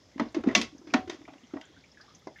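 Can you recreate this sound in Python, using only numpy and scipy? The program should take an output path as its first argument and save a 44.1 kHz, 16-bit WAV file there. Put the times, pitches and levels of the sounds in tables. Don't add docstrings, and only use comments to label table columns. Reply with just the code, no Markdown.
import sys
import numpy as np
from scipy import signal
from scipy.fft import rfft, irfft
from scipy.io import wavfile
from scipy.ndimage import uniform_filter1d

SR = 44100
rng = np.random.default_rng(int(sys.argv[2]) if len(sys.argv) > 2 else 0)


def volts_from_db(level):
    exponent = np.asarray(level, float) / 20
    return 10 ** exponent


def digitize_waveform(pressure):
    field = np.atleast_2d(pressure).T
    bounded = np.clip(field, -1, 1)
    quanta = np.round(bounded * 32767).astype(np.int16)
    wavfile.write(sys.argv[1], SR, quanta)


N = 105840
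EVENT_SAMPLES = 8192


def tilt(hz, tilt_db):
    top_hz = 2700 if tilt_db > 0 else 9000
    return tilt_db * np.log2(np.clip(hz, 600, top_hz) / 1500)


def shape(x, points, tilt_db=0.):
    hz = np.maximum(np.fft.rfftfreq(len(x), 1 / SR), 1)
    point_hz, point_db = np.array(points, float).T
    gain_db = np.interp(np.log(hz), np.log(point_hz), point_db) + tilt(hz, tilt_db)
    return irfft(rfft(x) * volts_from_db(gain_db), len(x))


def band(x, hz, width):
    edges = [hz - width / 2, hz + width / 2]
    return signal.sosfilt(signal.butter(1, edges, "bandpass", fs=SR, output="sos"), x)


def narrow_noise(count, hz, width):
    noise = rng.standard_normal(count)
    return unit(band(band(noise, hz, width), hz, width))


def high_pass(x, hz):
    return signal.sosfilt(signal.butter(2, hz, "highpass", fs=SR, output="sos"), x)


def unit(x):
    return x / np.sqrt(np.mean(x ** 2))


def fade(t, t60):
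    return np.exp(-np.log(1000) * t / max(t60, .005))


def walk(n, rate):
    hold = int(SR / rate)
    levels = np.repeat(rng.standard_normal(n // hold + 1), hold)
    return uniform_filter1d(levels, hold)[:n]


def add(out, s, x):
    i = int(s * SR)
    out[i:i + len(x)] += x[:len(out) - i]


def knocks():
    # start_s, peak_db, tilt_db_per_octave, tail_t60_s, contact_s
    knock_table = [(0.179, -38, -4.5, 0.57, 0.0057), (0.1964, -20, -4.5, 0.22, 0.0057),
                   (0.345, -27.5, -2, 0.26, 0.0075), (0.437, -30, -6.5, 0.7, 0.0041),
                   (.471, -32, -4.5, 0.25, 0.0087), (0.487, -32, -3, 0.62, 0.0029),
                   (.511, -31.5, -5, 0.61, 0.0051), (0.55, -5, 4.5, .19, 0.0052),
                   (0.6136, -18, 8.5, 0.19, 0.0057), (0.871, -41, -2, 0.81, 0.0048),
                   (0.9375, -11.5, -3.5, 0.2, 0.0063), (1.075, -40.5, -1.5, 0.39, 0.0088),
                   (1.097, -25.5, 0, 0.21, 0.0043), (1.145, -41, 0, 0.18, 0.0042),
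                   (1.215, -46, -1, 0.082, 0.0036), (1.278, -38.5, -9, 0.34, 0.01),
                   (1.334, -43.5, -4, 0.19, 0.0072), (1.537, -35.5, -8, 0.29, 0.0055),
                   (1.567, -33, -10.5, 0.21, 0.006), (1.612, -37, 2.5, 0.096, 0.0046),
                   (2.271, -30.5, -13.5, 0.17, 0.0056)]
    # pitch_hz, level_db, t60_s
    glass_modes = [(633, 5.5, 0.11), (751.8, -8, 0.28), (945, 2, 0.071), (1107, -8.5, 0.3),
                   (1295, -9.5, 0.17), (1447, -5.5, 0.05), (1978, 0.5, 0.13), (2170, -0.5, 0.048),
                   (2619, -2.5, 0.078), (3227, -3.5, 0.1), (3618, 2, 0.044), (4030, -14.5, .04),
                   (5000, 1.5, 0.036), (5857, -6.5, 0.075)]
    # frequency_hz, level_db
    tail_colour = [(120, -32.5), (300, 3.5), (500, -8.5), (750, 3.5), (2000, 4.5), (6500, -2.5), (9000, -2),
                   (14000, -13.5)]
    glass_db, scatter_db, tick_db, tail_db, rattle_db = -7.5, 2.5, -9, -15.5, -5.5
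    grit_db, tail_rough_db = 3, -1
    tick_s, tail_hold_s, rattle_t60_s = 0.00098, 0.44, 0.042
    treble_fade = 0.85

    out, t = np.zeros(N), np.arange(EVENT_SAMPLES) / SR
    hz, mode_db, decay = np.array(glass_modes).T[:, :, None]
    split = signal.butter(1, 6400, fs=SR, output="sos")
    for s, db, tilt_db, t60, contact in knock_table:
        grit = rng.standard_normal(EVENT_SAMPLES) * volts_from_db(grit_db * walk(EVENT_SAMPLES, 1800))
        tick = np.diff(grit, prepend=0) * np.exp(-t / tick_s)
        press = (t / contact) ** .5 * np.exp(-(t / contact) ** 2)
        crack = unit(shape(grit, tail_colour, tilt_db)) * press

        level, detune, phase = rng.standard_normal((3, len(glass_modes), 1))
        swing = np.sin(2 * np.pi * hz * (1 + 0.0099 * detune) * t + 3 * phase)
        modes = np.exp(-np.log(1000) * t / decay) * swing
        mode_gain = volts_from_db(mode_db + scatter_db * level + tilt(hz, tilt_db))
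        ring = (mode_gain * modes).sum(axis=0) * np.minimum(t / 0.0015, 1)

        noise = rng.standard_normal(EVENT_SAMPLES)
        rattle = unit(irfft(rfft(noise) * rfft(ring * fade(t, rattle_t60_s)), EVENT_SAMPLES))
        tail = unit(shape(noise, tail_colour, 1.46 * tilt_db)) + volts_from_db(rattle_db) * rattle
        tail = tail * volts_from_db(tail_rough_db * walk(EVENT_SAMPLES, 180))
        low = signal.sosfilt(split, tail)
        tail = low * fade(t, t60) + (tail - low) * fade(t, treble_fade * t60)
        tail = tail * np.minimum(t / 0.0011, 1) / (1 + (t / tail_hold_s) ** 6)

        knock = 0.78 * crack / np.abs(crack).max()
        knock += volts_from_db(tick_db - 5.5 + 0.9 * tilt_db) * tick
        knock += volts_from_db(glass_db) * ring / np.abs(ring).max()
        knock += volts_from_db(tail_db) * tail
        add(out, s, volts_from_db(db) * knock)
    return high_pass(out, 219)


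def pings():
    # start_s, peak_db, pitch_hz, t60_s
    ping_table = [(0.1975, -22.5, 1290, 0.03), (.1965, -31.5, 1960, 0.045), (.197, -30.5, 867, 0.086),
                  (.346, -36.5, 2130, .04), (.346, -46, 1900, .04), (0.437, -37.5, 1340, 0.035),
                  (.509, -32, 1950, .025), (.512, -42, 647, .07), (.5515, -4, 2723, 0.016),
                  (.6145, -27, 3480, 0.035), (.948, -27, 748.4, .25), (.553, -25, 1116, .15),
                  (.553, -26, 720, .13), (1.612, -45, 2810, 0.035), (.551, -20, 2044, .045),
                  (0.55, -12.5, 6284, 0.012), (.552, -23, 2267, .12), (0.9387, -20.5, 1380, 0.037),
                  (.938, -29, 945, 0.044), (0.937, -25, 1830, 0.1), (.94, -18, 2380, 0.024),
                  (1.097, -36.5, 3710, 0.037), (1.097, -38, 6100, 0.027), (1.568, -46, 1894, 0.064),
                  (2.272, -49.5, 2070, 0.086), (2.271, -42, 1016, 0.069)]
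    rise_s = 0.00031
    out, t = np.zeros(N), np.arange(EVENT_SAMPLES) / SR
    for s, db, hz, t60 in ping_table:
        swell = (1 - np.exp(-t / rise_s)) * fade(t, t60)
        add(out, s, volts_from_db(db) * swell * np.sin(2 * np.pi * hz * t))
    return out


def thumps():
    # start_s, peak_db, pitch_hz, length_s
    thump_table = [(0.159, -33.5, 273, 0.0045), (0.174, -40.5, 283, 0.0051), (0.198, -19.5, 288, 0.0048),
                   (0.2085, -34, 328, 0.0032), (0.214, -19.5, 258, 0.0061), (0.24, -42, 270, 0.005),
                   (0.261, -39, 260, 0.0071), (0.345, -29.5, 334, 0.007), (0.3655, -17.5, 332, 0.007),
                   (0.381, -32, 257, 0.0082), (0.399, -34, 274, 0.0069), (0.44, -30, 353, 0.0071),
                   (0.4615, -24, 269.6, 0.0046), (0.472, -12, 268, 0.0046), (0.4805, -22, 286, 0.0046),
                   (0.514, -33.5, 270, 0.0055), (0.539, -37, 300, 0.0017), (0.555, -28, 338, 0.013),
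                   (0.559, -25.5, 227, 0.011), (0.578, -22, 264, 0.0043), (0.589, -25, 261, 0.007),
                   (0.603, -29, 269, 0.0064), (0.627, -34, 254, 0.01), (0.748, -39.5, 292, 0.0043),
                   (0.788, -46, 271, 0.0084), (0.868, -38.5, 338, 0.0073), (0.93, -33, 323, 0.0043),
                   (0.943, -13, 270.8, 0.0068), (0.958, -27.5, 331, 0.0061), (0.967, -38, 242, 0.004),
                   (0.987, -33, 250, 0.0054), (1.008, -44, 286, 0.0028), (1.042, -40.5, 301, 0.0052),
                   (1.094, -30.5, 360, 0.0046), (1.124, -39, 345, 0.0049), (1.143, -40, 358, 0.0041),
                   (1.187, -45.5, 296, 0.006), (1.209, -43, 315, 0.0076), (1.285, -43.5, 292, 0.0051),
                   (1.536, -27, 304, 0.0051), (1.557, -29.5, 297, 0.0084), (2.27, -30, 319, 0.0028)]
    # start_s, peak_db, pitch_hz, length_s
    slosh_table = [(0.724, -46.5, 313, 0.0099), (0.838, -48, 340, 0.014), (0.813, -46, 362, 0.006),
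                   (0.89, -39, 290, 0.0046), (0.903, -47, 265, 0.0055), (1.074, -35.5, 365, 0.0065),
                   (1.242, -48, 327, 0.0048), (1.32, -48, 300, 0.0073), (1.353, -48.5, 298, 0.0052),
                   (1.432, -47, 257, 0.0092), (1.597, -47, 308, 0.0082), (1.697, -52, 326, 0.006),
                   (1.765, -53, 300, 0.014)]
    echo_s, echo_db = 0.0224, -19.5
    wash_db, wash_t60_s = -15, 0.19
    rumble_db, rumble_t60_s = -31, 0.82

    out, wash, rumble = np.zeros((3, N))
    t = np.arange(EVENT_SAMPLES) / SR
    rise = np.minimum(t / 0.0037, 1) * (1 - t / t[-1])
    for s, db, hz, length in list(thump_table) + list(slosh_table):
        u = t / max(length, .001)
        swell = u ** 1.1 * np.exp(1 - u ** 1.27)
        body = swell * np.sin(2 * np.pi * hz * t * (1 - 2.14 * t))
        echo = np.roll(body, int(echo_s * SR))
        add(out, s, volts_from_db(db) * (body + volts_from_db(echo_db) * echo))
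        add(wash, s, volts_from_db(db + wash_db) * rise * fade(t, wash_t60_s))
        add(rumble, s, volts_from_db(db + rumble_db) * rise * fade(t, rumble_t60_s))
    noise = rng.standard_normal(N)
    wash *= unit(band(band(noise, 295, 250), 295, 250))
    rumble *= unit(band(band(noise, 95, 130), 95, 130))
    return out + wash + rumble


def drips():
    # start_s, peak_db, pitch_hz, t60_s
    drip_table = [(0.286, -49.5, 4170, 0.026), (.488, -29.5, 1930, 0.062), (0.671, -54, 1980, 0.049),
                  (0.781, -48.5, 6100, 0.035), (0.902, -43.5, 2380, 0.051), (0.907, -51, 5240, 0.03),
                  (1.253, -40.5, 2120, 0.024), (1.29, -48.5, 2460, 0.065), (1.435, -52, 3140, 0.058),
                  (1.51, -54, 1320, 0.09), (1.622, -50.5, 1497, 0.19), (1.639, -46, 3070, 0.057),
                  (1.471, -55, 5920, 0.038), (1.652, -46.5, 7100, 0.04), (1.765, -54, 1540, 0.15),
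                  (1.808, -53.5, 4770, 0.026), (1.839, -46.5, 2290, 0.064), (1.916, -52.5, 5250, 0.034),
                  (1.945, -56, 1970, 0.037), (1.972, -49, 1670, 0.19), (2.001, -56.5, 1536, 0.28),
                  (2.007, -53, 1660, 0.097), (2.0, -54, 1220, 0.071), (2.108, -57, 1210, 0.081),
                  (2.144, -56.5, 2790, 0.039), (2.362, -48.5, 2100, 0.044), (2.012, -44, 4860, 0.046),
                  (2.04, -54, 826, 0.1), (2.08, -53, 1184, 0.14), (2.092, -51.5, 4200, 0.024),
                  (2.149, -42.5, 6100, 0.045), (2.195, -54.5, 3450, 0.039), (2.359, -46.5, 1764, 0.16),
                  (2.385, -46, 2140, 0.086), (2.387, -49, 3030, .04)]
    glide, wash_db, rise_s = .25, -8.5, 0.00069
    out, t = np.zeros(N), np.arange(EVENT_SAMPLES) / SR
    for s, db, hz, t60 in drip_table:
        tone = np.sin(2 * np.pi * hz * t * (1 + glide * t)) * fade(t, t60 * 0.48)
        wash = narrow_noise(EVENT_SAMPLES, 1.016 * hz, 0.25 * hz) * fade(t, t60 * 1.78)
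        add(out, s, volts_from_db(db) * (1 - np.exp(-t / rise_s)) * (tone + volts_from_db(wash_db) * wash))
    return out


def spray():
    # start_s, peak_db, pitch_hz
    spray_table = [(.322, -44, 8500), (.41, -44, 10000), (0.6142, -18.5, 9300), (.775, -49, 13060),
                   (2.272, -43.5, 5170), (0.898, -50, 8990), (1.003, -39, 12500), (1.06, -49, 10500),
                   (1.401, -52, 13000), (1.587, -54, 10000), (1.762, -54, 9890), (2.01, -46, 11000),
                   (2.15, -47, 10500), (2.19, -41.5, 12900), (2.375, -41, 12050)]
    out, t = np.zeros(N), np.arange(EVENT_SAMPLES) / SR
    for s, db, hz in spray_table:
        tick = narrow_noise(EVENT_SAMPLES, hz, .3 * hz) * fade(t, .05)
        add(out, s, volts_from_db(db - 9.5) * tick)
    return out


def trickle(count=260):
    # pitch_hz, width_hz, level_db
    hum_bands = [(2050, 210, -74.5), (3410, 390, -72.5), (5170, 440, -75.5)]
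    # frequency_hz, level_db
    hush_colour = [(25, -15), (60, 8), (125, 3), (300, -0.5), (1000, -11.5), (2000, -17), (5000, -18.5),
                   (8000, -13)]
    fizz_db, fizz_spread_db, flicker_db, hush_db = -64.5, 2.5, 2, -59

    out, t = np.zeros(N), np.arange(1500) / SR
    for when, pitch, cycles, strength in rng.random((count, 4)):
        hz = 500 * 2 ** (5.1 * pitch)
        tone = np.sin(2 * np.pi * hz * t * (1 + 4 * t)) * np.exp(-t * hz / (3 + 8 * cycles))
        level_db = fizz_db - fizz_spread_db * np.log(1 - strength)
        add(out, when * (N - 1) / SR, volts_from_db(level_db) * tone)
    for hz, width, db in hum_bands:
        hum = unit(band(rng.standard_normal(N), hz, width))
        out += volts_from_db(db + 3.8 * walk(N, 9.23)) * hum
    hush = np.zeros(N)
    for hz in 30 * 2 ** np.arange(0, 9, .5):
        hush += band(rng.standard_normal(N), hz, hz / 2) * volts_from_db(flicker_db * walk(N, 14))
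    return out + volts_from_db(hush_db) * unit(shape(hush, hush_colour))


def scene():
    return (knocks() + pings() + thumps() + drips() + spray() + trickle())[None]


def band_limit(x):
    return signal.sosfilt(signal.butter(12, 15960, fs=SR, output="sos"), x)


def record(dry):
    # frequency_hz, level_db
    mic_response = [(20, -1), (6300, 0), (7300, -8.5), (8200, -23), (12000, -24), (15750, -32),
                    (16000, -75)]
    heard = high_pass(shape(dry[0], mic_response), 77)
    hiss = volts_from_db(-90.5) * rng.standard_normal(N)
    return band_limit((heard + hiss)[None])


dry = scene()
out = record(dry)
digitize_waveform(out)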